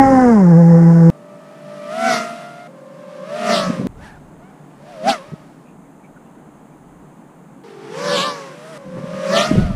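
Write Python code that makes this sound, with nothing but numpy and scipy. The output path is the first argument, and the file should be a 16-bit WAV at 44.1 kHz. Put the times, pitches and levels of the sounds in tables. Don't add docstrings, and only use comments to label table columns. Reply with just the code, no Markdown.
import sys
import numpy as np
from scipy import signal
from scipy.fft import rfft, irfft
from scipy.io import wavfile
from scipy.ndimage import uniform_filter1d

SR = 44100
rng = np.random.default_rng(int(sys.argv[2]) if len(sys.argv) > 2 else 0)


def unload_audio(sound):
    columns = np.transpose(np.atleast_2d(sound))
    steps = np.round(np.clip(columns, -1, 1) * 32767)
    wavfile.write(sys.argv[1], SR, steps.astype(np.int16))


def linear_from_db(decibels):
    return 10 ** (np.asarray(decibels, float) / 20)


N = 429975
T = np.arange(N) / SR

SHOT_STARTS = [0, 1.1012, 2.675, 3.8706, 7.637, 8.778, 9.76]
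SHOT = np.searchsorted(SHOT_STARTS, T, side="right")

# frequency in Hz, level in dB.
FIELD_COLOUR = [(53, -32), (90, -55), (144, 1.5), (245, -4), (277, -2), (353, -9), (405, -10.5), (507, -13),
                (866, -12.5), (5600, -48), (7280, -94.5), (12300, -120)]
# frequency in Hz, level in dB.
RECORDER_COLOUR = [(5500, -14), (6300, 6.5), (8500, 5), (11000, 0), (12000, -6), (15500, -2.5)]
FIELD_DB, RECORDER_DB = -43, -65.5
# time in seconds, peak in dB, pitch in Hz, length in seconds.
FAR_TICKS = [
    (5.684, -57.5, 2480, 0.068),
    (5.865, -64, 2130, 0.087),
    (6.054, -54, 2290, 0.033),
    (6.172, -48, 1470, 0.024),
    (6.272, -64, 2750, 0.035),
    (6.454, -52, 1200, .01),
    (6.722, -62, 2360, .03),
    (7.453, -67, 2600, .02),
]

# start in seconds, hold in seconds, level in dB, rise in dB/s, fall in dB/s.
BREEZE = [
    (1.1, 1.6, -76.5, 50, 50),
    (3.85, .03, -53, 47, 50),
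    (3.9, 0.1, -38.5, 400, 45),
    (4.6, 3.1, -62.5, 50, 50),
    (5.1, .01, -49, 198, 200),
    (5.35, .01, -55, 26, 47),
    (7.7, 1.1, -72, 37, 50),
    (8.95, .01, -55, 70, 64),
    (9.55, .2, -22, 440, 50),
]
# start in seconds, hold in seconds, level in dB, rise in dB/s, fall in dB/s.
DOWNWASH = [
    (3.68, .01, -21, 420, 138),
    (3.78, .1, -20.5, 67, 50),
    (8.88, 0.33, -33.5, 176, 600),
    (9.53, 0.06, -11.5, 300, 233),
    (9.7, .1, -27.5, 90, 49),
]
# time in seconds, peak in dB, pitch in Hz.
EDDIES = [(3.697, -5.5, 210), (3.793, -8.5, 178), (3.808, -14, 263), (3.85, -11, 208), (3.8651, -7, 240),
          (5.283, -30, 151), (5.319, -21.5, 142), (5.332, -17.5, 167), (8.98, -18, 156),
          (9.038, -18.5, 181), (9.509, -1, 253), (9.551, -7.5, 185.3), (9.579, 0.5, 146.6)]

# time in seconds, shaft speed in Hz.
SHAFT = [(0, 271.8), (.12, 266.3), (.22, 253.7), (.3, 238.2), (.38, 204.7), (.45, 176.7), (.52, 165.3),
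         (.62, 168.6), (1.1, 166.1)]
SHAFT_IDLE_HZ, SHAFT_FULL_HZ = 167, 262
HUNT_HZ, HUNT_RATE_HZ, HUNT_S, HUNT_FADE_S = 5, 10.3, .478, .22
# level at idle in dB, level at full throttle in dB.
SHAKE = [
    (-5, -10),
    (-22.5, -16.5),
    (-23, -15.5),
    (-38, -23.5),
    (-47.5, -41),
    (-38, -26.5),
]
# frequency in Hz, level in dB.
FRAME = [(600, 6.5), (900, 8), (1300, -5.5), (1600, -5.5), (2100, -8.5), (2400, -34), (4000, -65)]
# centre in Hz, width in Hz, level in dB.
HOUSING = [(5250, 850, 4.5), (6430, 2700, 6.5), (9400, 2000, -2.5), (1500, 430, 12.5), (400, 430, 25)]

# closest moment in seconds,
# reach coming in seconds, reach going in seconds, hiss in dB, treble in dB.
PASSES = [
    (2.128, 0.052, .055, -20, -14.5),
    (3.551, 0.043, 0.066, -17, -18),
    (4.05, 0.059, 0.039, -48, -11),
    (4.46, .04, .08, -71, -43),
    (5.1, 0.018, 0.021, -15.5, -16.5),
    (8.178, 0.075, 0.07, -17, -19.5),
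    (8.8, .12, 0.16, -45, -8),
    (9.386, 0.047, 0.041, -15.5, -18),
]
OVERHEAD_DB = -30
# overtones coming in dB, overtones going in dB, lowest pitch
# the turf cancels in Hz, width of that dip in reaches, whine lost per tenfold distance in dB.
ATTITUDE = [(-7.5, -6, 2780, 2.2, 23), (-10, -6.5, 2130, 2.1, 22.5), (-6.5, -4, 5300, 1.7, 12),
            (-7, -10, 4600, 1.7, 20), (-17, 0, 1980, 1.65, 31.5), (-8, -3, 1930, 2.97, 25.5),
            (-13, -20, 4700, 1.73, 22), (-9.5, -7, 1850, 2.05, 22)]

# frequency in Hz, level in dB.
HISS_COLOUR = [(100, -78), (140, 10.5), (250, 6), (600, 4), (1200, 9), (2200, 4.5), (4000, 0.5), (5800, -1),
               (6700, -5.5), (8000, -5), (11000, -6.5), (12000, -19.5), (13200, -13), (15500, -30.5)]
HISS_FALL_DB, HISS_SPEED_DB = 29.5, 24.5
FAR_TREBLE_DB = 3.5
DRONE_GONE_S = 5.55
TURF_FAR_HZ = 5820
TURF_LAG = 0.32

# multiple, level in dB.
BLADE = [(1 / 3, -12), (2 / 3, -21.5), (1, 0), (2, 0), (3, -9), (4, -16), (5, -21.5)]
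# time in seconds, then each audible rotor's blade rate in Hz.
EARLY = [
    [(1.1, 643.5, 590.5, 592), (1.89, 647.7, 593, 594), (1.93, 691, 630, 631), (2.0, 752, 670.6, 669),
     (2.07, 755, 672, 685), (2.16, 704, 633, 654), (2.24, 687, 620, 642), (2.55, 702, 582, 658),
     (2.68, 708.5, 608, 640)],
    [(2.68, 587, 539, 518, 523.5), (3.23, 590, 552, 524, 518.7), (3.3, 636, 570, 569, 485.5),
     (3.37, 700, 621, 605, 439), (3.5, 710, 659, 601, 395.6), (3.56, 682, 658, 585, 387),
     (3.63, 652, 588, 556, 329), (3.76, 616, 551, 523, 300), (3.87, 546, 502, 484, 283)],
]
# time in seconds, then each audible rotor's blade rate in Hz.
MIDDLE = [
    [(3.96, 640, 418), (4.04, 890, 603), (4.08, 885, 747), (4.18, 750, 708)],
    [(4.38, 555), (4.43, 717), (4.49, 780), (4.54, 704)],
    [(4.8, 541, 540.4), (4.9, 737, 615), (4.98, 624, 532.4), (5.03, 625, 521), (5.09, 815, 675.5),
     (5.13, 738, 650), (5.2, 524, 520), (5.3, 637, 573), (5.45, 624, 580)],
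]
# time in seconds, then each audible rotor's blade rate in Hz.
LATE = [
    [(7.637, 472, 412.7, 380), (7.78, 434, 393, 343), (7.89, 438, 400, 341.5), (7.99, 556.7, 480.8, 459),
     (8.04, 582, 516.6, 477), (8.15, 574, 496.6, 507), (8.25, 537, 453, 595), (8.4, 446.6, 400, 555),
     (8.55, 344, 350, 520)],
    [(8.47, 546, 484), (8.58, 588, 496), (8.7, 655, 463), (8.78, 591, 478)],
    [(8.78, 558, 511, 515, 562), (8.92, 553, 515.7, 517, 553), (9.1, 611.3, 556.2, 519, 612.3),
     (9.29, 610.7, 551, 522, 614.8), (9.35, 654, 592.5, 561, 655.3), (9.4, 691.3, 611, 586, 660),
     (9.46, 717, 626.4, 606, 696), (9.63, 717, 630.5, 655, 739), (9.75, 646, 578, 620, 634)],
]
SPEEDS = EARLY + MIDDLE + LATE
# level coming in dB, level going in dB.
WHINE_DB = [
    [(-21, -18.5), (-24, -25), (-19, -25)],
    [(-18, -22), (-17, -21), (-18, -23), (-31, -49)],
    [(-56, -46), (-39, -53)],
    [(-48, -52)],
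    [(-11.5, -15.5), (-12.5, -19.5)],
    [(-22.5, -24), (-22, -33.5), (-26, -24)],
    [(-39, -35), (-45, -49)],
    [(-19, -22.5), (-17.5, -18), (-19.5, -24.5), (-24, -22.5)],
]
WHINE_LEAD = 0.5
WHINE_SPEED_DB, OVERTONE_SPEED_DB = 5.5, 11.5
FLARE_DB, FLARE_AT, FLARE_WIDE = 7.5, 1.15, 1.3
THIRD_DB, THIRD_AT = 6, -0.7


def unit(x):
    return x / np.sqrt(np.mean(x ** 2))


def noise(points):
    hz, db = np.transpose(points)
    f = np.maximum(np.fft.rfftfreq(N, 1 / SR), 1)
    db = np.interp(np.log(f), np.log(hz), db, left=-80, right=-80)
    return unit(irfft(rfft(rng.standard_normal(N)) * linear_from_db(db), N))


def band(x, hz, width):
    return signal.lfilter(*signal.iirpeak(min(hz, .45 * SR), hz / width, fs=SR), x)


def filtered(x, order, hz, kind="low"):
    return signal.sosfiltfilt(signal.butter(order, hz, kind, fs=SR, output="sos"), x)


def walk(rate, size=N):
    k = max(int(SR / rate), 2)
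    steps = np.repeat(rng.standard_normal(size // k + 1), k)
    return 1.39 * uniform_filter1d(uniform_filter1d(steps, k), k)[:size]


def shot(s):
    return SHOT == np.searchsorted(SHOT_STARTS, s, side="right")


def reaches(t, closest, coming, going):
    return (t - closest) / np.where(t < closest, coming, going)


def gusts(rows):
    swells = []
    for s, hold, db, rise, fall in rows:
        slope_db = rise * np.maximum(s - T, 0) + fall * np.maximum(T - s - hold, 0)
        swells.append(shot(s + .002) * linear_from_db(db - slope_db))
    return np.max(swells, axis=0)


def field():
    hum = noise(FIELD_COLOUR)
    low = filtered(hum, 2, 500)
    out = linear_from_db(FIELD_DB) * (low * linear_from_db(0.58 * walk(8.6)) + (hum - low) * linear_from_db(0.43 * walk(2.74)))
    out += linear_from_db(RECORDER_DB) * noise(RECORDER_COLOUR)
    for s, db, hz, length in FAR_TICKS:
        tick = unit(band(band(rng.standard_normal(N), hz, hz * 0.15), hz, hz * 0.13))
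        out += linear_from_db(db - 1.5) * np.exp(-((T - s) / length * 2) ** 2) * tick
    return out * (SHOT > 1)


def wind():
    rumble = noise([(15, -1), (40, -2.5), (80, -4), (140, -6), (300, -17)])
    out = gusts(BREEZE) * linear_from_db(2 * walk(5.8)) * rumble
    ringing = noise([(80, -46), (125, -10), (180, 7), (280, -10), (500, -18), (900, -60)])
    ringing = ringing * linear_from_db(5.3 * walk(45))
    out += gusts(DOWNWASH) * 1.97 * np.tanh(ringing / 2.1)
    thumps = np.zeros(N)
    for s, db, hz in EDDIES:
        t = (T - s - .006) * hz
        swing = np.cos(2 * np.pi * t) + .2 * np.cos(5 * np.pi * t)
        thumps -= shot(s) * linear_from_db(db) * np.exp(-(t / .8) ** 2) * swing
    return out + filtered(thumps, 2, 95, "high")


def aboard():
    n = int(SHOT_STARTS[1] * SR)
    hz = np.interp(T[:n], *np.transpose(SHAFT))
    since = np.maximum(T[:n] - HUNT_S, 0)
    hz = hz + HUNT_HZ * np.exp(-since / HUNT_FADE_S) * np.sin(2 * np.pi * HUNT_RATE_HZ * since)
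    throttle = np.clip((hz - SHAFT_IDLE_HZ) / (SHAFT_FULL_HZ - SHAFT_IDLE_HZ), 0, 1) ** 1.1
    db1, db2, db3, upper_db, hiss_db, air_db = (idle + (full - idle) * throttle for idle, full in SHAKE)
    unsteady_hz = uniform_filter1d(hz, size=900) * (1 + 0.0039 * walk(40, size=n))
    turn = 2 * np.pi * np.cumsum(unsteady_hz) / SR
    turn = turn - turn[-1] - np.pi / 9

    low = 0
    for k, db, lag in ((1, db1, 0), (2, db2, 3.3), (3, db3, .2)):
        db = db + (k - 0.2) * 1.15 * walk(22, size=n) + 1.6 * throttle * walk(70, size=n)
        low = low + linear_from_db(db) * np.sqrt(2) * np.sin(k * turn + lag)

    other = turn * .98 + 1.51 * walk(9, size=n)
    upper = 0
    for k in range(4, 15):
        frame_db = np.interp(k * hz, *np.transpose(FRAME)) + 2.5 * walk(18.2, size=n) + 1.6 * (k % 2)
        own = np.sin(k * turn + 0.28 * k * walk(45, size=n))
        neighbour = linear_from_db(-1.5 + 2.4 * walk(6.5, size=n)) * np.sin(k * other)
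        upper = upper + linear_from_db(frame_db) * (own + neighbour)

    rattle = 0
    for k in range(1, 6):
        gain = linear_from_db(-44.5 - 3.1 * k + 5.6 * walk(25, size=n))
        rattle = rattle + gain * np.sin((k + .5) * turn + 2.3 * walk(30, size=n))

    beat = 1 + .4 * np.cos(turn + 1.8) + 0.42 * np.cos(2 * turn)
    hiss = sum(linear_from_db(db) * unit(band(band(rng.standard_normal(n), f, w), f, w)) for f, w, db in HOUSING)
    air = noise([(18, -22.5), (60, -8), (120, -8.5), (200, -6.5), (700, -36)])[:n]
    air = air * linear_from_db(2.6 * walk(28, size=n))
    shaken = low + rattle + linear_from_db(upper_db - 3) * upper
    rushing = linear_from_db(hiss_db - 10) * beat * hiss + linear_from_db(air_db + 2.5) * air
    return np.pad(shaken + rushing, (0, N - n))


def hiss_reach():
    level, treble = 1e-9, 0
    for (closest, coming, going, db, treble_db), rows in zip(PASSES, SPEEDS):
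        s, *speeds = np.transpose(rows)
        speed = np.mean(speeds[:3], axis=0)
        far = np.hypot(1, reaches(T, closest, coming, going))
        faster = np.log2(np.interp(T, s, speed) / np.interp(closest, s, speed))
        gain = shot(s.mean()) * linear_from_db(db - HISS_FALL_DB * np.log10(far) + HISS_SPEED_DB * faster)
        level = level + gain
        treble = treble + gain * (treble_db + FAR_TREBLE_DB * (1 - 1 / far))
    gone = shot(DRONE_GONE_S) * np.clip((T - DRONE_GONE_S) / .3, 0, 1)
    return level * (1 - gone), treble / level


def blade_hiss(level, treble_db):
    body = noise(HISS_COLOUR)
    top = filtered(body, 3, 6700, "high")
    low = filtered(body, 3, 2100)
    body = body + low * (np.clip(level / linear_from_db(-49), .3, 30) ** -.2 - 1)
    chop = linear_from_db(0.43 * walk(300) + 0.53 * walk(25) + 0.37 * walk(7))
    return linear_from_db(1.5) * level * (body - top + linear_from_db(treble_db + 7) * top) * chop


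def turf(direct):
    dip = 0
    for (s, coming, going, _, _), (_, _, low_hz, wide, _) in zip(PASSES, ATTITUDE):
        way = reaches(T, s, coming, going) - TURF_LAG
        dip = dip + (TURF_FAR_HZ - low_hz) / (1 + (way / wide) ** 2)
    notch_hz = np.maximum(TURF_FAR_HZ - dip, 1200)
    echo = np.interp(T - .5 / notch_hz, T, direct)
    echo = signal.lfilter([.3, .4, .3], 1, np.roll(echo, -1))
    share = np.clip(1.15 - notch_hz / 5500, 0, .9)
    return (direct + share * echo) / np.sqrt(1 + share ** 2)


def rotors():
    out = np.zeros(N)
    for number, (flight, rows, whine, attitude) in enumerate(zip(PASSES, SPEEDS, WHINE_DB, ATTITUDE)):
        closest, coming, going, hiss_db, _ = flight
        coming_db, going_db, _, _, fall_db = attitude
        s, *speeds = np.transpose(rows)
        blip = number == 2
        overhead = hiss_db > OVERHEAD_DB
        i = np.flatnonzero((T > s[0] - .03) & (T < s[-1] + .03) & shot(s.mean()))
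        way = reaches(T[i], closest, coming, going)
        far = np.hypot(1, way + WHINE_LEAD)
        past = .5 + .5 * (way + WHINE_LEAD) / far
        flare_db = overhead * FLARE_DB * np.exp(-((way - FLARE_AT) / FLARE_WIDE) ** 2)
        overtone_db = np.where(way < FLARE_AT, coming_db, going_db) + flare_db
        overtone_db = uniform_filter1d(overtone_db, size=2000)
        third_db = overhead * THIRD_DB * np.exp(-(way - THIRD_AT) ** 2)
        fade = np.clip(1 + np.minimum(T[i] - s[0], s[-1] - T[i]) / 0.006, 0, 1)
        for rotor, (speed, (front_db, back_db)) in enumerate(zip(speeds, whine)):
            hz = uniform_filter1d(np.interp(T[i], s, speed), size=900, mode="nearest")
            drift = 0.00453 * walk(45.24, size=len(i))
            flutter = (0.0477 * blip + 0.01185 / far ** 2) * walk(160, size=len(i))
            phase = 2 * np.pi * np.cumsum(hz * (1 + drift + flutter)) / SR
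            faster = np.log2(hz / np.interp(closest, s, speed))
            db = front_db + (back_db - front_db) * past - fall_db * np.log10(far) + WHINE_SPEED_DB * faster
            thud_db = 0.25 * (db + 39.5) - 2.2 * np.maximum(db + 19.5, 0)
            tone = 0
            for k, k_db in BLADE:
                gain_db = k_db + (1.16 + .3 * k) * walk(28.17, size=len(i))
                if k > 1:
                    gain_db = gain_db + overtone_db + OVERTONE_SPEED_DB * faster
                if k == 2 and blip and rotor == 0:
                    gain_db = gain_db + 11
                if k == 3:
                    gain_db = gain_db + third_db
                if k < 1:
                    gain_db = gain_db + thud_db
                tone = tone + linear_from_db(gain_db) * np.sin(k * phase + 2 * np.pi * rng.random())
            out[i] += np.sqrt(2) * linear_from_db(db) * fade * tone
    low_cut = signal.butter(5, 135, "high", fs=SR, output="sos")
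    return signal.sosfilt(low_cut, out)


def scene():
    hiss = turf(blade_hiss(*hiss_reach()))
    return (field() + wind() + aboard() + hiss + rotors())[None]


def roll_off(x):
    return signal.sosfilt(signal.butter(12, 15740, fs=SR, output="sos"), x)


def record(dry):
    mix = np.tanh(0.59 * dry) / 0.61
    return roll_off(mix)


dry = scene()
out = record(dry)
unload_audio(out)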